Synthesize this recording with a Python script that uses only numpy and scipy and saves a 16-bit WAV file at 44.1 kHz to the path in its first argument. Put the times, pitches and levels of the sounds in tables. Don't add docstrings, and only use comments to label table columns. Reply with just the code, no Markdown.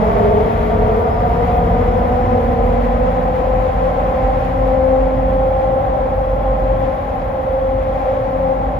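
import sys
import numpy as np
from scipy import signal
from scipy.fft import rfft, irfft, next_fast_len
from scipy.io import wavfile
from scipy.ndimage import uniform_filter1d, minimum_filter1d

SR = 44100
rng = np.random.default_rng(int(sys.argv[2]) if len(sys.argv) > 2 else 0)


def store_wav(level_fs):
    pcm = np.round(np.clip(np.atleast_2d(level_fs), -1, 1) * 32767)
    wavfile.write(sys.argv[1], SR, pcm.T.astype(np.int16))


N = 387638

# f/Hz, relative level/dB
RUMBLE_COLOUR = [(22, -37.5), (32, -12.5), (45, 1), (65, -2.5), (100, -4.5), (125, -10), (150, -12),
                 (230, -13), (380, -19.5), (700, -29), (1000, -78), (2000, -120)]
HISS_COLOUR = [(500, -24), (900, 0.5), (1200, -1.5), (1500, -8.5), (2050, -6.5), (2600, -16), (3300, -21.5),
               (4000, -25.5), (5200, -32), (5600, -34.5), (7200, -34.5), (9000, -39), (10500, -36.5),
               (13400, -45), (14400, -50.5)]
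TREBLE_COLOUR = [(1800, -30.5), (2500, 0), (3500, -5), (5000, -14.5), (7000, -20), (8500, -49)]
# t/s, level/dB
RUMBLE_RIDE = [(0, -24), (.7, -20), (1.3, -21), (1.9, -21), (2.3, -21.5), (2.9, -22), (3.8, -24.5),
               (4.6, -23.5), (5.3, -24.5), (5.9, -25.5), (6.5, -23.5), (7.2, -24), (7.8, -24.5), (8.3, -24),
               (8.79, -26.5)]
HISS_RIDE = [(0, -31.5), (.6, -32), (1.15, -32.5), (1.5, -32), (1.9, -33.5), (2.4, -33.5), (3.2, -34.5),
             (4.6, -35), (5.7, -36.5), (7, -36), (8.79, -37)]
TREBLE_RIDE = [(0, -59), (.5, -52), (1.0, -64.5), (1.35, -59), (1.5, -49.5), (1.75, -59), (2.3, -59),
               (3.0, -62), (3.3, -54), (4.0, -60), (4.45, -59), (5.0, -62), (8.79, -69)]
# f/Hz, width/Hz, level/dB, flicker/dB
WHISTLE_BANDS = [(3330, 200, -60, 1.5), (5150, 400, -72, 2.5), (11450, 450, -68, .5), (13360, 90, -82, 3),
                 (11435, 40, -72, .5), (11540, 60, -76, .5)]
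# t/s, level/dB
WHINE_RIDE = [(0, -76), (.7, -69), (1.05, -68), (1.22, -64), (1.5, -67), (2.1, -71), (2.6, -74), (3.2, -80),
              (8.79, -88)]
FAN_RIDE = [(0, -26.5), (.5, -26.5), (1.2, -30), (1.55, -25.5), (2.0, -30.5), (2.35, -35.5), (2.8, -30),
            (4.0, -34), (5.0, -34.5), (5.6, -34.5), (6.2, -44), (6.8, -37), (7.2, -44), (8.2, -41),
            (8.5, -30.5), (8.79, -38)]
SHAFT_RIDE = [(0, -37), (.6, -28), (1.4, -31), (1.75, -19.5), (2.0, -26), (2.7, -20.5), (3.3, -23),
              (3.45, -26), (3.7, -22.5), (4.15, -28.5), (4.32, -18), (4.5, -29), (4.7, -20.5), (4.9, -23.5),
              (5.15, -19.5), (5.55, -25.5), (5.95, -28.5), (6.2, -20.5), (6.7, -20.5), (7.1, -29.5),
              (8.0, -30), (8.4, -40.5), (8.65, -26.5)]
# multiple of the tread rate, relative level/dB
ROAR_COLOUR = [(.8, -42), (.95, -16.5), (1.08, -18), (1.3, -31), (1.72, -19), (1.83, -6.5), (1.92, -4.5),
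               (2.0, -1), (2.1, -3), (2.2, -4.5), (2.4, -10), (2.62, -14.5), (2.78, -7), (3.0, -2.5),
               (3.2, -5), (3.45, -15), (3.7, -15), (4.0, -7.5), (4.3, -16.5), (4.6, -26.5), (5.0, -15.5),
               (5.5, -26.5), (6.0, -24), (6.6, -31), (8, -41.5), (14, -120)]
# t/s, 1st partial level/dB, 2nd partial level/dB
SLOW_TYRE_RIDE = [(0, -40, -29), (.25, -26, -16.5), (.45, -32.5, -21.5), (.6, -36, -23.5),
                  (.72, -30, -21.5), (.92, -32, -18.5), (1.05, -36.5, -26), (1.3, -39, -33.5),
                  (1.8, -31, -28), (2.2, -27.5, -34), (2.6, -27, -23.5), (3.0, -28, -33), (3.7, -42, -40.5),
                  (4.4, -36.5, -34), (5.2, -58.5, -52.5)]
# t/s, level/dB
TREAD_RIDE_1 = [(0, -21.5), (.4, -31.5), (.75, -29.5), (1.3, -33), (2.3, -25.5), (2.9, -31), (4.0, -37),
                (4.55, -29), (5.1, -24.5), (5.4, -29), (5.55, -48), (5.9, -36), (6.4, -37), (6.8, -34),
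                (7.1, -38), (7.55, -42.5), (7.75, -30), (7.85, -40.5), (8.0, -33.5), (8.25, -36.5),
                (8.4, -31.5), (8.79, -34)]
TREAD_RIDE_2 = [(.15, -37.5), (.4, -19), (.6, -42), (.95, -27.5), (1.2, -48), (1.4, -22), (1.6, -30.5),
                (1.8, -19.5), (2.0, -27), (2.17, -20), (2.27, -24), (2.36, -16), (2.55, -25.5),
                (2.75, -18.5), (2.92, -24), (3.02, -16), (3.3, -25), (3.45, -20), (3.65, -20.5),
                (3.75, -27.5), (3.84, -18.5), (4.0, -31), (4.2, -21), (4.5, -28), (4.75, -18), (5.0, -13.5),
                (5.12, -19.5), (5.22, -21.5), (5.4, -16), (5.65, -19), (5.9, -24), (6.1, -23.5),
                (6.25, -20.5), (6.55, -20), (6.85, -22), (7.05, -31), (7.25, -29.5), (7.35, -21),
                (7.7, -19), (7.9, -22.5), (8.02, -30), (8.1, -17.5), (8.35, -23), (8.52, -18),
                (8.62, -27.5), (8.79, -31)]
TREAD_RIDE_3 = [(0, -33.5), (.3, -31), (.9, -39), (1.05, -26.5), (1.15, -30.5), (1.27, -20), (1.4, -38.5),
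                (1.58, -15.5), (1.68, -31.5), (1.76, -21.5), (1.88, -39), (2.0, -25.5), (2.6, -25.5),
                (2.85, -32.5), (3.5, -30), (3.8, -26.5), (4.0, -35), (4.25, -21), (4.6, -29.5), (5.1, -31),
                (5.6, -23.5), (6.1, -30), (6.8, -33.5), (7.2, -36.5), (7.7, -38.5), (8.0, -28.5),
                (8.2, -38.5), (8.5, -24), (8.79, -37)]
# f/Hz, likeness 0-1, left lead/rad, left minus right/dB
STEREO_IMAGE = [(40, .999, 0, -0.5), (130, 0.97, 0, -0.5), (200, 0.87, 0, -3.5), (332, 0.86, 0.5, 0),
                (428, 0.2, 0.46, 0.5), (433, 0.8, .5, -0.5), (507, 0.32, 0.29, 2.5), (600, 1, 0, 6),
                (643, .65, 0, 0), (773, 0.2, 0.48, 1.5), (870, 0.57, 3, 1.5), (1230, 0.42, 3, 3.5),
                (1236, 0.56, 3.5, 2.5), (1590, 0.3, 4.5, 1.5), (2060, 0.6, 7, 1), (2520, 0.2, 7.5, 9.5),
                (3100, .7, 7, -0.5), (3600, 0.6, 7.5, 6), (4250, 0.3, 7, 0.5), (6360, 0.5, 8, 2),
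                (7000, 0.7, 8, 1), (8340, 0.98, 9.5, 0), (9300, 0.99, 9.5, -1), (10450, .7, 9, -1),
                (11500, 0.99, 7, 1), (12500, 0.9, 7.5, -0.5)]

START_HZ, CRUISE_HZ = 217.6, 264.5
SETTLE_S, SETTLE_SHAPE = 2.05, 1.15
SHAFT_ORDER, WHINE_ORDER, UPPER_ROAR_ORDER = .1768, 21.2, 3.5
FAN_HZ, FAN_DIP_DB = 176.5, 3
MIC_DB, CEILING, LIMIT_S, TOP_HZ = .8, .9, .006, 14300


def undb(db):
    return 10 ** (np.asarray(db) / 20)


def ride(table, column=1):
    return np.interp(np.arange(N) / SR, *np.transpose(table)[[0, column]])


def along(freq, table):
    f, *columns = np.transpose(table)
    return [np.interp(np.log(freq + 1e-9), np.log(f), c) for c in columns]


def noise(colour, size=N, rate=SR):
    size = next_fast_len(size)
    gain = undb(along(np.fft.rfftfreq(size, 1 / rate), colour)[0])
    x = irfft(rfft(rng.standard_normal((2, size))) * gain, size)
    return x / x.std()


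def wander(hz):
    hold = int(SR / hz)
    steps = np.repeat(rng.standard_normal(N // hold + 1), hold)
    drift = uniform_filter1d(uniform_filter1d(steps, hold), hold)[:N]
    return drift / drift.std()


def tone(cycles, db, flutter_db, waver_rad, smear_rad=0.):
    phase = 2 * np.pi * cycles + waver_rad * wander(7) + smear_rad * wander(35)
    paths = np.sin([phase, phase + 1.5 + .9 * wander(3.3)]) * undb([[0], [-3]])
    return undb(db + flutter_db * wander(9)) * np.sqrt(2) * paths


def cabin_rumble():
    return noise(RUMBLE_COLOUR)[:, :N] * undb(ride(RUMBLE_RIDE) + 1.2 * wander(2.5) + .64 * wander(8))


def rolling_hiss(hiss_db):
    body = noise(HISS_COLOUR)[:, :N] * undb(hiss_db + .77 * wander(4) + .57 * wander(30))
    treble = noise(TREBLE_COLOUR)[:, :N] * undb(ride(TREBLE_RIDE) + 1.5 * wander(12))
    return body + treble


def whistle(hiss_db):
    out = 0
    for hz, width, db, flicker_db in WHISTLE_BANDS:
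        band = [(hz / 2, -99), (hz - 4.7 * width, -40), (hz - width / 2, -3), (hz, 0),
                (hz + width / 2, -3), (hz + 2 * width, -40), (hz * 1.5, -99)]
        out = out + undb(db + flicker_db * wander(2.8)) * noise(band)[:, :N]
    return out * undb(hiss_db - hiss_db.mean() + .6 * wander(25))


def drive_whine(blocks):
    return tone(WHINE_ORDER * blocks, ride(WHINE_RIDE), flutter_db=4, waver_rad=3, smear_rad=9)


def fan_hum():
    db = ride(FAN_RIDE) - FAN_DIP_DB * wander(4) ** 2
    turns = FAN_HZ / 3 * np.arange(N) / SR
    hum = tone(3 * turns, db, flutter_db=2.3, waver_rad=.3)
    return hum + tone(2 * turns, -39, 3.1, .24) + tone(turns, db - 3.5, 1.4, .31)


def shaft_boom(blocks):
    return tone(SHAFT_ORDER * blocks, ride(SHAFT_RIDE), flutter_db=.7, waver_rad=.12)


def tyre_roar(blocks, pull):
    per_block = 256
    size = next_fast_len(int(blocks[-1] + 2) * per_block)
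    spectrum = rfft(noise(ROAR_COLOUR, size=size, rate=per_block))
    order = np.fft.rfftfreq(size, 1 / per_block) + 1e-9
    upper_share = 1 / (1 + (UPPER_ROAR_ORDER / order) ** 12)
    upper_db = -2.5 + 9.5 * pull
    roar = 0
    for share, db in (1 - upper_share, 0), (upper_share, upper_db):
        track = irfft(spectrum * share, size)
        rolled = np.array([np.interp(blocks * per_block, np.arange(size), path) for path in track])
        roar = roar + rolled * undb(db)
    fade_db = -19.5 - .27 * np.arange(N) / SR
    return roar * undb(fade_db + .68 * wander(3.42))


def slow_tyres(tread_hz, pull):
    blocks = np.cumsum(tread_hz * (.918 + .018 * pull)) / SR
    first_db, second_db = ride(SLOW_TYRE_RIDE), ride(SLOW_TYRE_RIDE, column=2)
    partials = (1, first_db, .1), (2, second_db, .4), (3, second_db - 6.5, 1.8)
    return sum(tone(k * blocks, db, flutter_db=1.3, waver_rad=.42, smear_rad=smear)
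               for k, db, smear in partials)


def tread_song(blocks, pull):
    slip_rad = 4 * pull ** 1.5
    partials = (1, TREAD_RIDE_1, .1), (2, TREAD_RIDE_2, .22), (3, TREAD_RIDE_3, .4 + slip_rad)
    return sum(tone(k * blocks, ride(levels), flutter_db=.7, waver_rad=.25, smear_rad=smear)
               for k, levels, smear in partials)


def mic_ports(paths):
    edge = SR // 4
    paths = np.pad(paths, ((0, 0), (edge, edge)), mode="reflect", reflect_type="odd")
    size = next_fast_len(paths.shape[1])
    likeness, lead_rad, pan_db = along(np.fft.rfftfreq(size, 1 / SR), STEREO_IMAGE)
    likeness = np.clip(likeness, 0, .9995)
    mid, side = rfft(paths, size) * np.sqrt([(1 + likeness) / 2, (1 - likeness) / 2])
    pan = undb(pan_db / 2) * np.exp(.5j * lead_rad)
    return irfft([(mid + side) * pan, (mid - side) / pan], size)[:, edge:edge + N]


def scene():
    t = np.arange(N) / SR
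    pull = np.exp(-(t / SETTLE_S) ** SETTLE_SHAPE)
    tread_hz = CRUISE_HZ - (CRUISE_HZ - START_HZ) * pull
    blocks = np.cumsum(tread_hz) / SR
    hiss_db = ride(HISS_RIDE)
    beds = cabin_rumble() + rolling_hiss(hiss_db)
    tyres = tread_song(blocks, pull) + slow_tyres(tread_hz, pull) + tyre_roar(blocks, pull)
    machinery = fan_hum() + shaft_boom(blocks) + drive_whine(blocks) + whistle(hiss_db)
    return mic_ports(beds + tyres + machinery)


def record(dry):
    x = dry * undb(MIC_DB)
    span = int(LIMIT_S * SR)
    safe_gain = np.minimum(CEILING / (np.abs(x).max(axis=0) + 1e-9), 1)
    limited = x * uniform_filter1d(minimum_filter1d(safe_gain, span), span)
    return signal.sosfilt(signal.ellip(8, .2, 70, TOP_HZ, fs=SR, output="sos"), limited)


dry = scene()
out = record(dry)
store_wav(out)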